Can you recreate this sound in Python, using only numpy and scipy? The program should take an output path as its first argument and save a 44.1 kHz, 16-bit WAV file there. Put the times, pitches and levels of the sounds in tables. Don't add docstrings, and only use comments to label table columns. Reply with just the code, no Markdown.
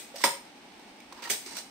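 import sys
import numpy as np
from scipy import signal
from scipy.fft import rfft, irfft, next_fast_len
from scipy.io import wavfile
from scipy.ndimage import map_coordinates

SR = 44100
rng = np.random.default_rng(int(sys.argv[2]) if len(sys.argv) > 2 else 0)


def ratio_of_db(decibels):
    return 10 ** (np.asarray(decibels, float) / 20)


def wrap_up_sound(samples):
    columns = np.atleast_2d(samples).T
    tamed = np.clip(columns, -1, 1)
    steps = np.round(tamed * 32767).astype(np.int16)
    wavfile.write(sys.argv[1], SR, steps)


N = 74970
LEAD = 4410

# (frequency [Hz], density [dB per Hz])
AIR_SPECTRUM = [(59, -54), (100, -14), (135, -13), (276, -5.5), (490, -15), (832, -17), (1100, -13.5),
                (2450, -10), (15800, -32.5)]
# (frequency [Hz], width [Hz], level [dB])
FAN_BANDS = [(242, 165, 8.5), (836, 96, 15.5), (495, 340, -5)]
# (frequency [Hz], density [dB per Hz])
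RUMBLE_SPECTRUM = [(15, -11), (40, -1.5), (90, -2), (160, -14), (300, -47)]
# (frequency [Hz], correlation [-1 to 1])
ALIKE_AIR = [(60, 0.47), (240, 1), (950, 0.37), (3770, -0.015), (15000, -0.024)]
ALIKE_ROOM = [(150, .97), (500, 0.86), (1200, 0), (3000, 0)]
ALIKE_NEAR = [(60, 0.63), (240, 1), (950, 0.77), (3770, 0.047), (15000, 0.025)]
# (frequency [Hz], t60 [s])
ROOM_T60 = [(150, 0.31), (600, 0.34), (2000, 0.35), (6000, 0.34), (14000, 0.32)]
# (frequency [Hz], left over right [dB])
LEAN = [(60, 8), (130, -1), (290, 2.5), (640, 0), (1410, -5.5), (3100, -2), (6820, -4.5), (15000, -5)]
# (frequency [Hz], width [Hz], level [dB])
PORT_LEFT = [(6830, 460, 1), (8540, 650, 9), (9900, 260, -2), (12860, 930, -4.5), (16500, 230, -13.5)]
PORT_RIGHT = [(2230, 140, 2.5), (5140, 2310, 4.5), (6910, 590, -6), (10280, 1860, -11), (12600, 330, -12),
              (16000, 650, -7)]
# (time [s], click level [dB], knock frequency [Hz], knock level [dB], knock t60 [s])
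TICKS = [(.1425, -55, 556.4, -38, 0.11), (0.158, -35, 5640, -46, .03), (.207, -55, 1090, -38.5, 0.032),
         (0.2866, -52, 1990, -43, 0.0075), (0.796, -43.5, 970, -52.5, 0.028),
         (1.0031, -41.5, 2320, -48, 0.031), (1.1244, -40, 1070, -33, .016), (1.128, -40, 520, -43, .03),
         (1.5682, -22, 4200, -39, .02), (1.5708, -29, 1500, -35, .015), (1.5686, -34, 15100, -36, .02),
         (1.5828, -29, 520, -42, .03), (1.5853, -32, 8500, -44, .02), (1.603, -36, 800, -44, .02),
         (1.464, -60, 370, -38, .05), (1.2233, -37, 945, -42.5, 0.22), (1.253, -34, 1880, -33.5, 0.065),
         (1.4591, -45, 4040, -49, 0.043), (1.528, -41, 1690, -43, 0.016)]
# (frequency [Hz], density [dB per Hz])
CLICK_SPECTRUM = [(150, -25), (500, 2), (2000, -5), (5000, 2), (9000, -0.5), (12000, -4), (15800, -1.5)]
# (time [s], rubbing level [dB], hollow ring level over the rubbing [dB])
SPRING_UP = [
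    (.140, -67, 14),
    (.146, -62, 9),
    (.157, -53.5, 6),
    (.161, -43, -8),
    (.200, -47.5, -12),
    (.222, -37, -26),
    (.236, -41.5, -22),
    (.240, -75, -12),
]
PRESS_DOWN = [
    (1.125, -46, -7),
    (1.140, -68, 0),
    (1.180, -53, 1.5),
    (1.218, -59.5, 5),
    (1.228, -42, -23),
    (1.256, -41.5, -5.5),
    (1.275, -44.5, -4.5),
    (1.288, -44, -2),
    (1.300, -79, -4),
]
EASE_UP = [
    (1.435, -74, -2),
    (1.448, -66, 0),
    (1.464, -41.5, -15),
    (1.485, -46.5, -22),
    (1.500, -47, -7),
    (1.545, -47.5, -1.5),
    (1.566, -43.5, -26),
    (1.590, -40, -11),
    (1.625, -60.5, -22),
]
# (frequency [Hz], density [dB per Hz])
RUB_UP = [(150, -57), (250, -32), (546, -21), (759, -1), (951, -13), (2000, 0), (2510, -7.5), (5580, -1),
          (15800, -14.5)]
RUB_DOWN = [(150, -39), (250, -8), (595, -13.5), (918, -16), (1250, -7.5), (1870, -11), (3090, -11),
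            (4230, -13.5), (15800, -27)]
RUB_EASE = [(150, -41), (250, -33), (934, -9), (1350, -10), (2000, -8), (3490, -9), (4010, -7.5),
            (8760, -10.5), (15800, -25)]
# (frequency [Hz], width [Hz], level [dB])
SLOT_UP = [(553, 320, -3.5), (1000, 46, -7)]
SLOT_DOWN = [(960, 116, 5), (1880, 120, -7.5)]
SLOT_EASE = [(327, 370, -10), (902, 59, 1.5), (2060, 38, -6)]
# (frequency [Hz], level [dB], t60 [s])
SHELL_MODES = [(198, -17, 0.078), (282, -11.5, 0.084), (418, -5.5, 0.052), (552.6, -2.5, 0.081),
               (596, -4.5, .07), (894, -6.5, 0.16), (956, 4, 0.055), (1060, -5.5, 0.036), (1268, -6, 0.021),
               (1615, -6, 0.013), (1914, 3.5, 0.04), (2164, 1.5, 0.021), (2300, -1, 0.033),
               (5135, -2, 0.023)]
STEEL_MODES = [(300, -11, .04), (440, -7, .035), (1580, -6, .025), (1990, 3, .024), (2420, 3, .022),
               (4300, -8, .03), (5970, -8, .07), (6440, -8, .1), (7310, -12, .05), (8520, -12, .12),
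               (9640, -9, .08), (11480, -9, .07), (12480, -9, .05), (14300, -10, .1)]
# (frequency [Hz], density [dB per Hz])
TOP_CRACK = [(71, -43), (120, -4.5), (983, -10), (1230, -6), (2320, -13), (2900, -9), (5140, -13.5),
             (8560, -11.5), (15800, -18.5)]
BOTTOM_CRACK = [(71, -59), (120, -1), (944, -5), (1090, -9), (2010, -2), (7270, -2), (8390, -2),
                (10300, -2.5), (15800, -5.5)]
# (crack level [dB], crack t60 [s], loose-parts level [dB], loose-parts t60 [s])
TOP_RATTLE = (-1.5, 0.0584, -2.5, 0.1949)
BOTTOM_RATTLE = (4, 0.0764, -10, 0.71)
# (time [s], peak level [dB], shell ring level [dB])
TOP_HITS = [
    (.2383, -11.5, 3.5),
    (.2396, -15.5, -7),
    (.2412, -19, -1.5),
    (.2440, -22, -7),
    (.2475, -19, -15),
    (.2510, -17.5, -6.5),
    (.2565, -23.5, -1.5),
    (.2590, -22.5, -23),
    (.2655, -24, -24),
    (.2735, -31.5, -22),
]
# (time [s], peak level [dB], steel ring level [dB])
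BOTTOM_HITS = [(-.045, -22, 0), (1.2922, -35, -16), (1.2966, -30, -12), (1.2993, -22, 2), (1.3020, -21, 1),
               (1.3048, -22.5, -1), (1.3115, -23.5, -10), (1.3144, -25, -10), (1.3205, -28, -14),
               (1.3290, -30, -14), (1.3340, -27, -12)]


def unit(x):
    return x / np.sqrt(np.mean(x ** 2) + 1e-20)


def along(points, hz):
    f, v = np.transpose(points)
    return np.interp(np.log(hz + 1), np.log(f + 1), v)


def filtered(x, response):
    m = next_fast_len(x.shape[-1] + 8192)
    spectrum = rfft(x, m) * response(np.fft.rfftfreq(m, 1 / SR))
    return irfft(spectrum, m)[..., :x.shape[-1]]


def resonances(peaks):
    def response(f):
        return sum((-1) ** k * ratio_of_db(db) * 1j * f * width / (hz * hz - f * f + 1j * f * width)
                   for k, (hz, width, db) in enumerate(peaks))
    return response


def wobble(rate, size):
    knots = rng.standard_normal(int(size * rate / SR) + 4)
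    return map_coordinates(knots, [np.arange(size) * rate / SR])


def streaky(colour):
    spacing_hz, depth_db, peak_limit = 130, 4, .6
    knots = rng.standard_normal(int(SR / spacing_hz))

    def gain(f):
        streaks = np.minimum(map_coordinates(knots, [f / spacing_hz]), peak_limit)
        toward_treble = np.clip(f / 3500, 0, 2)
        return ratio_of_db(along(colour, f) + depth_db * toward_treble * streaks)
    return gain


def hiss(size, gain, alike):
    def mid_side_gain(hz):
        turn = np.arccos(np.clip(along(alike, hz), -1, 1)) / 2
        return gain(hz) * [np.cos(turn), np.sin(turn)]
    mid, side = filtered(rng.standard_normal((2, size)), mid_side_gain)
    return unit(np.array([mid + side, mid - side]))


def leaning(pair):
    return filtered(pair, lambda hz: ratio_of_db(along(LEAN, hz) * np.array([[.5], [-.5]])))


def handling():
    level_db = -75.5 + 4 * wobble(18, N)
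    return ratio_of_db(level_db) * hiss(N, lambda f: ratio_of_db(along(RUMBLE_SPECTRUM, f)), [(50, 0.45)])


def air():
    colour = lambda f: ratio_of_db(along(AIR_SPECTRUM, f)) * (1 + np.abs(resonances(FAN_BANDS)(f)))
    drift_db = .4 * wobble(5, N) + .6 * wobble(30, N)
    return ratio_of_db(-50.5 + drift_db) * hiss(N, colour, ALIKE_AIR)


def room(x):
    level_db, delay_s = -6.5, 0.0087
    hz, t, z = signal.stft(hiss(SR // 2, np.ones_like, ALIKE_ROOM), SR, nperseg=256)
    decay = ratio_of_db(-60 * t / along(ROOM_T60, hz)[:, None])
    tail = signal.istft(z * decay, SR, nperseg=256)[1]
    tail *= 1 - np.exp(-np.arange(tail.shape[1]) / (delay_s * SR))
    wet = signal.fftconvolve(x, tail / np.linalg.norm(tail[0]), axes=1)[:, :x.shape[1]]
    return ratio_of_db(level_db) * wet


def clicks():
    click_t60_s, knock_rise_s = .022, .0003
    out = np.zeros((2, LEAD + N + SR))
    t = np.arange(SR // 4) / SR
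    for s, db, hz, knock_db, t60 in TICKS:
        knock = ratio_of_db(knock_db - 60 * t / t60) * np.sin(2 * np.pi * hz * t)
        knock *= 1 - np.exp(-t / knock_rise_s)
        click_db = db - 6.5 - 60 * t / click_t60_s + 0.62 * wobble(630, len(t))
        click = ratio_of_db(click_db) * hiss(len(t), streaky(CLICK_SPECTRUM), ALIKE_NEAR)
        out[:, LEAD + round(s * SR):][:, :len(t)] += knock + click
    return out[:, :LEAD + N]


def travel(rows, colour, slot):
    grit_db, grit_per_s = 1.8, 300
    time = (np.arange(LEAD + N) - LEAD) / SR
    s, *levels = np.transpose(rows)
    rub_db, ring_db = (np.interp(time, s, level, left=-120, right=-120) for level in levels)
    grit = ratio_of_db(rub_db + grit_db * wobble(grit_per_s, LEAD + N))
    rub = hiss(LEAD + N, streaky(colour), ALIKE_NEAR)
    hollow = hiss(LEAD + N, resonances(slot), ALIKE_NEAR)
    return grit * (rub + ratio_of_db(ring_db) * hollow)


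def blows(hits, modes, colour, rattle):
    out = np.zeros((2, LEAD + N + SR))
    t = np.arange(SR // 3) / SR
    crack_db, crack_s, loose_db, loose_s = rattle
    timbre = streaky(colour)
    sign = (-1.) ** np.arange(len(modes))[:, None]
    hz, level_db, t60 = np.transpose(modes)[..., None]
    for s, db, ring_db in hits:
        unlike = 1 - np.clip(along(ALIKE_NEAR, hz), 0, 1)
        side = np.pi * unlike * rng.uniform(-0.38, 0.38, hz.shape)
        mode_db = level_db - 11.0 + ring_db + rng.standard_normal(hz.shape)
        size = sign * ratio_of_db(mode_db - 60 * t / t60)
        ring = np.array([(size * np.sin(2 * np.pi * hz * t + k * side)).sum(0) for k in (1, -1)])
        ring *= 1 - np.exp(-t / 0.0003)
        crack = ratio_of_db(crack_db - 8.5 - 60 * t / crack_s)
        loose = ratio_of_db(loose_db - 16.0 - 60 * t / loose_s + 0.53 * wobble(225, len(t)))
        noise = hiss(len(t), timbre, ALIKE_NEAR) * (crack + loose) * (1 - np.exp(-t / 0.00028))
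        out[:, LEAD + round(s * SR):][:, :len(t)] += ratio_of_db(db) * (ring + noise)
    return out[:, :LEAD + N]


def scene():
    rubbing = travel(SPRING_UP, RUB_UP, SLOT_UP)
    rubbing += travel(PRESS_DOWN, RUB_DOWN, SLOT_DOWN)
    rubbing += travel(EASE_UP, RUB_EASE, SLOT_EASE)
    top_slam = blows(TOP_HITS, SHELL_MODES, TOP_CRACK, TOP_RATTLE)
    bottom_clatter = blows(BOTTOM_HITS, STEEL_MODES, BOTTOM_CRACK, BOTTOM_RATTLE)
    parts = [top_slam, bottom_clatter, clicks(), rubbing]
    return sum(leaning(p) + room(p) for p in parts)[:, LEAD:] + air()


def roll_off(x):
    return signal.sosfilt(signal.butter(12, 15700, fs=SR, output="sos"), x)


def record(dry):
    low_cut_hz, top_hz = 140, 15720

    def port(bumps, f):
        return ratio_of_db(sum(db * np.exp(-((f - hz) / width) ** 2) for hz, width, db in bumps))

    def response(f):
        ports = np.array([port(PORT_LEFT, f), port(PORT_RIGHT, f)])
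        low_cut = (1j * f / (low_cut_hz + 1j * f)) ** 3
        return ports * low_cut * (f < top_hz)
    mix = filtered(dry, response) + handling()
    return roll_off(mix)


dry = scene()
out = record(dry)
wrap_up_sound(out)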